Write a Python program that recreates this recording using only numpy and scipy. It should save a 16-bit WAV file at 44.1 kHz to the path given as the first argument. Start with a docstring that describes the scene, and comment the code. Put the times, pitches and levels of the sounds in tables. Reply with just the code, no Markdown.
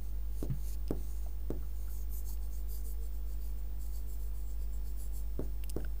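"""Throughout, there is a low mains hum, fan murmur, thin whine and air hiss in a quiet classroom.
Over them a pen writes on a wall board, first in broad, hissing strokes, then in narrower ones, with
two broad strokes again near the end. A humming microphone hears it all.
Hum, fan and whine are sine tones; the strokes are filtered noise, shaped by short arcs of speed.
The tip knocks the panel into ringing, the pen ticks in the hand, and light taps, a soft bump
and one faint swelling ring pass by."""
import sys
import numpy as np
from scipy import signal
from scipy.fft import rfft, irfft, next_fast_len
from scipy.io import wavfile
from scipy.ndimage import uniform_filter1d

SR = 44100
rng = np.random.default_rng(int(sys.argv[2]) if len(sys.argv) > 2 else 0)


def pcm_store(signal):
    """Save signal as 16-bit PCM."""
    levels = np.round(np.clip(np.atleast_2d(signal), -1, 1) * 32767)
    wavfile.write(sys.argv[1], SR, levels.astype(np.int16).T)


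N = 264600
T = np.arange(N) / SR  # time of every sample, s
HZ = np.arange(N // 2 + 1) * SR / N + 1e-3  # frequency grid, kept just above zero for the logarithm

# mains hum: (multiple of the mains frequency, level/dB rms)
HUM_TONES = [(1, -38.5), (2, -58), (4, -70.5)]
MAINS_HZ = 50.084
# fan tones: (f/Hz, level/dB rms)
FAN_TONES = [(276, -69.5), (350, -73.5), (443, -76.5), (831, -78)]
# steady electronic whine: (f/Hz, level/dB rms)
WHINE_TONES = [(4500, -88), (8877, -87), (9115, -86), (14703.5, -85), (14803.7, -81), (14903.8, -85),
               (15003.8, -64.7), (15104, -85)]
# whines that come and go: (start t/s, end t/s, f/Hz, level/dB rms)
WHINE_SPELLS = [(1.5, 3.6, 5333, -86), (4.5, 6, 5333, -83.5), (3.75, 6, 8000, -81.5)]
# room air and microphone hiss: (f/Hz, level/dB per Hz)
AIR_SPECTRUM = [(20, -95), (45, -66.5), (75, -80), (130, -84.5), (200, -86), (320, -94.5), (460, -92),
                (650, -98.5), (850, -100), (1200, -103), (2000, -107.7), (5000, -111), (15000, -110.5)]
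# faint ring: start, loudest and end times in s, then its pitch and its rms level at the loudest moment
RING_START_S, RING_LOUDEST_S, RING_END_S = 2.63, 3.06, 3.08
RING_HZ, RING_DB = 451, -64

# low panel modes woken by a soft bump: (f/Hz, level/dB, t60/s)
BUMP_MODES = [(132.6, -25, .17), (181.3, -35.5, .22), (121, -42, 0.15), (251, -45, 0.19)]
BUMP_S = .4995
# light taps and scuffs on the panel: (t/s, level/dB, f/Hz, t60/s)
PANEL_TAPS = [(1.261, -48.5, 690, 0.048), (1.623, -60.5, 1290, 0.1), (1.875, -62.5, 1390, 0.14),
              (2.29, -60.5, 840, .12), (5.802, -55.5, 1580, .025), (5.846, -36.5, 1500, 0.0046),
              (5.846, -48.5, 646, .015)]
TAP_WIDTH_HZ = 166

# the pen clicking in the hand: (t/s, level/dB, f/Hz that the contact excites most)
PEN_CLICKS = [(0.8802, -37, 5300), (0.896, -46, 2200), (2.374, -47.5, 3760), (5.638, -36.5, 2620),
              (5.6405, -35.5, 14500), (5.6959, -32, 6800), (5.7002, -29.5, 7760), (5.806, -48, 2500),
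              (5.8473, -44, 3500)]
# ringing modes of the pen: (f/Hz, level/dB, t60/s)
PEN_MODES = [(2800, 1, 0.0048), (5060, -5, 0.0092), (6200, -7.5, 0.0035), (8360, 0.5, 0.0031),
             (10600, -0.5, 0.0042), (13400, 1, 0.0057)]
FOCUS_DB = 11.5  # modes fall by this much per octave away from the contact's frequency
BOUNCE_S, BOUNCE_DB = .0074, -14  # each click's rebound: delay, and level against the click

# the tip landing: (t/s, level/dB, tick level/dB, ring level/dB, contact time/s);
# a resting hand damps the panel, which lowers the ring
TIP_KNOCKS = [(0.4277, -18, -47.5, -0.5, 0.00014), (0.908, -12.5, -44, -2.5, .0001),
              (1.5041, -15.5, -48.5, -2.5, 0.00013), (5.3934, -16.5, -54, 0, 0.00016),
              (5.7647, -16.5, -50, 0, 0.00017)]
# ringing modes of the panel: (f/Hz, level/dB, t60/s)
PANEL_MODES = [(131, -30.5, 0.63), (159, -27.5, 0.3), (251.2, -27, 0.32), (279, -43, 0.59),
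               (358.4, -26, 0.26), (409, -43, .22), (472.6, -35, 0.16), (591, -28, 0.14), (912, -36, 0.085),
               (1073, -21, 0.0098), (1370, -52, .016)]
# echoes of a knock from the frame and nearby walls: (delay t/s, level/dB)
KNOCK_ECHOES = [(.0068, -8), (0.0105, -9), (0.0152, -10), (.0346, -20), (0.0428, -13.5)]
# colour of the room's answer to a knock: (f/Hz, level/dB)
ROOM_SPECTRUM = [(60, -13), (120, -6), (220, -19), (300, 2.5), (470, -9), (620, -14.5), (800, -15.5),
                 (1000, -30), (1500, -28.5), (2500, -47), (8000, -80)]

# broad, hissing pen strokes: (start t/s, fastest t/s, end t/s, level/dB before the arc of speed)
BROAD_STROKES = [(0, .05, .124, -66.5), (0.306, 0.43, .465, -60), (0.525, 0.727, .76, -57),
                 (0.943, 1.048, 1.36, -62), (1.55, 1.657, 1.8, -70.5), (1.737, 1.848, 1.93, -62.5),
                 (5.417, 5.44, 5.472, -65), (5.768, 5.82, 5.88, -68.5)]
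# resonances of the broad strokes: (f/Hz, width f/Hz, level/dB)
BROAD_RESONANCES = [(4360, 3400, -5), (6550, 710, -4), (7030, 2300, -2), (8700, 1100, -3),
                    (11000, 3200, -2.5), (13000, 1000, -5), (14400, 1300, -1)]
BROAD_TILT_DB = 0  # per octave; zero leaves the colour as it is

# narrower pen strokes: (start t/s, length t/s, average level/dB)
PEN_STROKES = [(1.878, 0.18, -57.5), (2.093, 0.14, -53.5), (2.245, 0.12, -54), (2.407, 0.083, -64.5),
               (2.499, 0.14, -61.5), (2.673, 0.15, -54), (2.832, 0.12, -55), (2.998, 0.096, -64.5),
               (3.109, 0.1, -66.5), (3.26, 0.12, -65), (3.391, 0.15, -63.5), (3.57, 0.042, -68),
               (3.783, 0.13, -61.5), (3.906, 0.12, -60), (4.066, 0.12, -61), (4.182, 0.12, -62.5),
               (4.333, 0.12, -64), (4.454, 0.1, -65), (4.592, 0.071, -66), (4.718, 0.076, -65),
               (4.84, 0.099, -64.5), (4.96, 0.13, -58.5), (5.119, 0.12, -58.5)]
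# resonances of the rubbing tip: (f/Hz, width f/Hz, level/dB early, level/dB late)
TIP_RESONANCES = [(4710, 550, -9.5, -9), (6570, 670, -1.5, -14), (7620, 370, -2.5, -2),
                  (8700, 1450, -1, -8.5), (10600, 820, -6.5, -4.5), (13320, 1220, 5.5, -8),
                  (14300, 1100, 1, -1)]
# the colour of the strokes shifts between these times: (start t/s, end t/s)
COLOUR_SHIFT_TIMES = (1.9, 4.5)
# a stroke eases in and out around its length, and at its fastest is louder than its average
EASE_S, FASTEST_SHARE, STROKE_DB = 0.0076, 0.43, 2.5
# firmer strokes, and later ones, are brighter (tilts in dB per octave)
USUAL_DB, USUAL_TILT_DB, TILT_PER_DB, LATE_TILT_DB = -58, -1.5, 0.35, 2.5
SPEED_POWER = 1.21  # the tip's hiss grows with this power of its speed

TOP_HZ = 15650  # the recorder cuts everything above


def undb(db):
    """Decibels to gain."""
    return 10 ** (np.asarray(db) / 20)


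def unit(x):
    """Scale to rms 1."""
    return x / np.sqrt(np.mean(x ** 2))


def fade(t, t60):
    """Exponential decay, 60 dB down at t60."""
    return np.exp(-np.log(1000) * t / t60)


def sine(hz, t):
    """A pure tone of peak 1."""
    return np.sin(2 * np.pi * hz * t)


def tone(db, angle):
    """A sine wave whose rms level is db; the angle is in radians."""
    return np.sqrt(2) * undb(db) * np.sin(angle)


def add(track, s, sound):
    """Mix a sound into the track at time s."""
    i = max(int(s * SR), 0)
    track[i:i + len(sound)] += sound[:max(N - i, 0)]


def band(x, hz, width_hz):
    """A resonance applied twice, for steep skirts."""
    quality = hz / min(width_hz * np.pi / 2, SR / 3)
    b, a = signal.iirpeak(min(hz, .45 * SR), quality, fs=SR)
    return signal.lfilter(b, a, signal.lfilter(b, a, x))


def walk(rate):
    """Smooth random wander of rms 1, with this many new random values per second."""
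    size = int(SR / rate)
    steps = np.repeat(rng.standard_normal(N // size + 1), size)
    return unit(uniform_filter1d(steps, size)[:N])


def coloured(points):
    """Noise whose level per Hz follows (Hz, dB) points."""
    hz, db = np.transpose(points)
    colour = undb(np.interp(np.log(HZ), np.log(hz), db)) * np.sqrt(SR / 2)
    return irfft(rfft(rng.standard_normal(N)) * colour, N)


def mains_hum():
    """Mains power hums at multiples of its frequency, with a gently wavering level."""
    hum = sum(tone(db, 2 * np.pi * k * MAINS_HZ * T + k * np.pi) for k, db in HUM_TONES)
    return hum * undb(.25 * walk(9))


def fan():
    """The ventilation murmurs in low tones whose phases wander."""
    return sum(tone(db, 2 * np.pi * hz * T + 1.56 * walk(5)) for hz, db in FAN_TONES)


def whine():
    """Electronics sing in thin, steady tones; a few switch on and off."""
    out = sum(tone(db, 2 * np.pi * (hz * T + rng.random())) for hz, db in WHINE_TONES)
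    for start, end, hz, db in WHINE_SPELLS:
        sounding = (T > start) & (T < end)
        out = out + tone(db, 2 * np.pi * hz * T) * sounding
    return out


def room_air():
    """Room air and microphone hiss: coloured noise with a slightly wavering level."""
    return coloured(AIR_SPECTRUM) * undb(0.11 * walk(4.8))


def passing_ring():
    """One faint tone swells slowly and stops quickly."""
    swell = np.interp(T, [RING_START_S, RING_LOUDEST_S, RING_END_S], [0, 1, 0])
    return tone(RING_DB, 2 * np.pi * RING_HZ * T) * swell


def bump():
    """A soft push wakes only the lowest panel modes, with a brief scuff."""
    t, out = T[:SR // 2], np.zeros(N)
    soft_start = 1 - np.exp(-t / 0.0025)
    for hz, db, t60 in BUMP_MODES:
        add(out, BUMP_S, -undb(db) * sine(hz, t) * fade(t, t60) * soft_start)
    scuff = unit(band(rng.standard_normal(len(t)), 1300, 1050))
    add(out, BUMP_S, undb(-59.5) * scuff * fade(t, 0.21))
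    return out


def taps():
    """Light touches: a brief rattle of slips drives one resonance of the panel."""
    t, out = T[:SR // 5], np.zeros(N)
    for s, db, hz, t60 in PANEL_TAPS:
        decay = fade(t, t60)
        burst = band(rng.standard_normal(len(t)) * decay, hz, TAP_WIDTH_HZ)
        # give the burst the same energy as its decay curve
        match = np.sqrt(np.sum(decay ** 2) / np.sum(burst ** 2))
        add(out, s, undb(db) * burst * match)
    return out


def clicks():
    """Small plastic contacts ring the pen's modes, most those near the contact's frequency, and rebound once."""
    t, out = T[:SR // 20], np.zeros(N)
    for s, db, contact_hz in PEN_CLICKS:
        ring = np.zeros(len(t))
        for k, (hz, mode_db, t60) in enumerate(PEN_MODES):
            octaves_away = abs(np.log2(hz / contact_hz))
            gain = undb(mode_db - FOCUS_DB * octaves_away)
            ring += (-1) ** k * gain * fade(t, t60) * sine(hz, t)  # neighbours start in opposite directions
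        add(out, s, undb(db) * ring)
        add(out, s + BOUNCE_S, undb(db + BOUNCE_DB) * ring)
    return out


def knocks():
    """The panel gives way for one heavy swing, then rings; frame, walls and room answer."""
    t, out = T[:SR // 2], np.zeros(N)
    swing = t / 0.00098
    blow = swing * np.exp(-swing) * sine(335, t)
    echoes = sum(undb(db) * np.interp(t - delay, t, blow, left=0) for delay, db in KNOCK_ECHOES)
    modes = sum(undb(db) * fade(t, t60) * sine(hz, t) for hz, db, t60 in PANEL_MODES)
    # the room needs a few milliseconds to fill
    build_up = 1 - np.exp(-t / .004)
    for s, db, tick_db, ring_db, contact_s in TIP_KNOCKS:
        # the soft tip spreads the push over a fraction of a millisecond
        push = np.exp(-(t[:64] / contact_s - 2) ** 2)
        knock = signal.lfilter(push / push.sum(), 1, blow + echoes + undb(ring_db) * modes)
        room_noise = unit(coloured(ROOM_SPECTRUM)[:len(t)])
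        room = undb(ring_db - 25.0) * room_noise * fade(t, 0.23) * build_up
        add(out, s, undb(db) * (knock + room))
        tick = unit(band(rng.standard_normal(len(t)), 7400, 11000))
        add(out, s, undb(tick_db) * tick * fade(t, 0.011))
    return out


def friction(grain_db):
    """Countless tiny slips of uneven size."""
    return unit(rng.standard_normal(N) * undb(grain_db * walk(2500)))


def reflected(x, path_s, sway_s, share):
    """A bounce off the moving hand interferes with the direct sound, so bands of the hiss shift."""
    bounce_time = T - path_s - sway_s * walk(9)
    return x + share * np.interp(bounce_time, T, x)


def dulled(x):
    """Soft surfaces radiate little at the very top."""
    return signal.sosfilt(signal.butter(12, 14750, fs=SR, output="sos"), x)


def gestures(rub, table, sharpness, flutter_db):
    """Each gesture speeds up and slows down in one arc; the rubbing noise follows the speed."""
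    out = np.zeros(N)
    rub = rub * undb(flutter_db * walk(70))
    for start, fastest, end, db, tilt_db in table:
        span = slice(max(int(start * SR), 0), int(end * SR))
        piece = rub[span]
        # tilt the spectrum towards bright or dull, flat below a twentieth of the sample rate
        size = next_fast_len(len(piece))
        octaves = np.log2(np.maximum(np.arange(size // 2 + 1) / size, 1 / 20))
        piece = irfft(rfft(piece, size) * undb(tilt_db * octaves), size)[:len(piece)]
        progress = np.interp(T[span], [start, fastest, end], [0, .5, 1])
        speed = np.abs(np.sin(np.pi * progress))
        add(out, start, unit(piece) * speed ** sharpness * undb(db))
    return out


def broad_strokes():
    """The pen rubs the board with a broad hiss: friction noise through wide resonances."""
    rub = np.zeros(N)
    for hz, width, db in BROAD_RESONANCES:
        rub += undb(db + 2.3 * walk(14)) * band(friction(grain_db=3.5), hz, width)
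    rub = reflected(rub, path_s=.00046, sway_s=.00003, share=.4)
    strokes = [(*row, BROAD_TILT_DB) for row in BROAD_STROKES]
    return gestures(dulled(rub), strokes, sharpness=0.78, flutter_db=1.1)


def colour_shift(t):
    """How far the colour of the strokes has shifted from early to late, 0 to 1."""
    start_s, end_s = COLOUR_SHIFT_TIMES
    return np.clip((t - start_s) / (end_s - start_s), 0, 1)


def stroke(start, length, db):
    """The arc of one pen stroke; its brightness follows its force and how late it comes."""
    tilt_db = USUAL_TILT_DB + TILT_PER_DB * (db - USUAL_DB) + LATE_TILT_DB * colour_shift(start)
    fastest = start + FASTEST_SHARE * length
    return start - EASE_S, fastest, start + length + EASE_S, db + STROKE_DB, tilt_db


def narrow_strokes():
    """The tip rubs through its narrower resonances, whose balance shifts from early to late."""
    shift = colour_shift(T)
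    rub = undb(-11.5) * band(friction(grain_db=2.5), 13300, 9400)
    for hz, width, early_db, late_db in TIP_RESONANCES:
        # the pen's angle keeps changing, so each resonance comes and goes
        db = early_db + (late_db - early_db) * shift + 3.1 * walk(14)
        rub = rub + undb(db) * band(friction(grain_db=-2.5), hz, width)
    rub = reflected(rub, path_s=.00092, sway_s=.00004, share=.42)
    strokes = [stroke(*row) for row in PEN_STROKES]
    return gestures(dulled(rub), strokes, sharpness=SPEED_POWER, flutter_db=0.9)


def scene():
    """Everything at one microphone."""
    background = mains_hum() + fan() + whine() + room_air() + passing_ring()
    touches = bump() + taps() + clicks() + knocks()
    return (background + touches + broad_strokes() + narrow_strokes())[None]


def record(dry):
    """The recorder cuts the top steeply and adds a small steady offset."""
    top_cut = signal.ellip(10, .1, 80, TOP_HZ, fs=SR, output="sos")
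    offset = .0138
    return signal.sosfilt(top_cut, dry) + offset


dry = scene()
out = record(dry)
pcm_store(out)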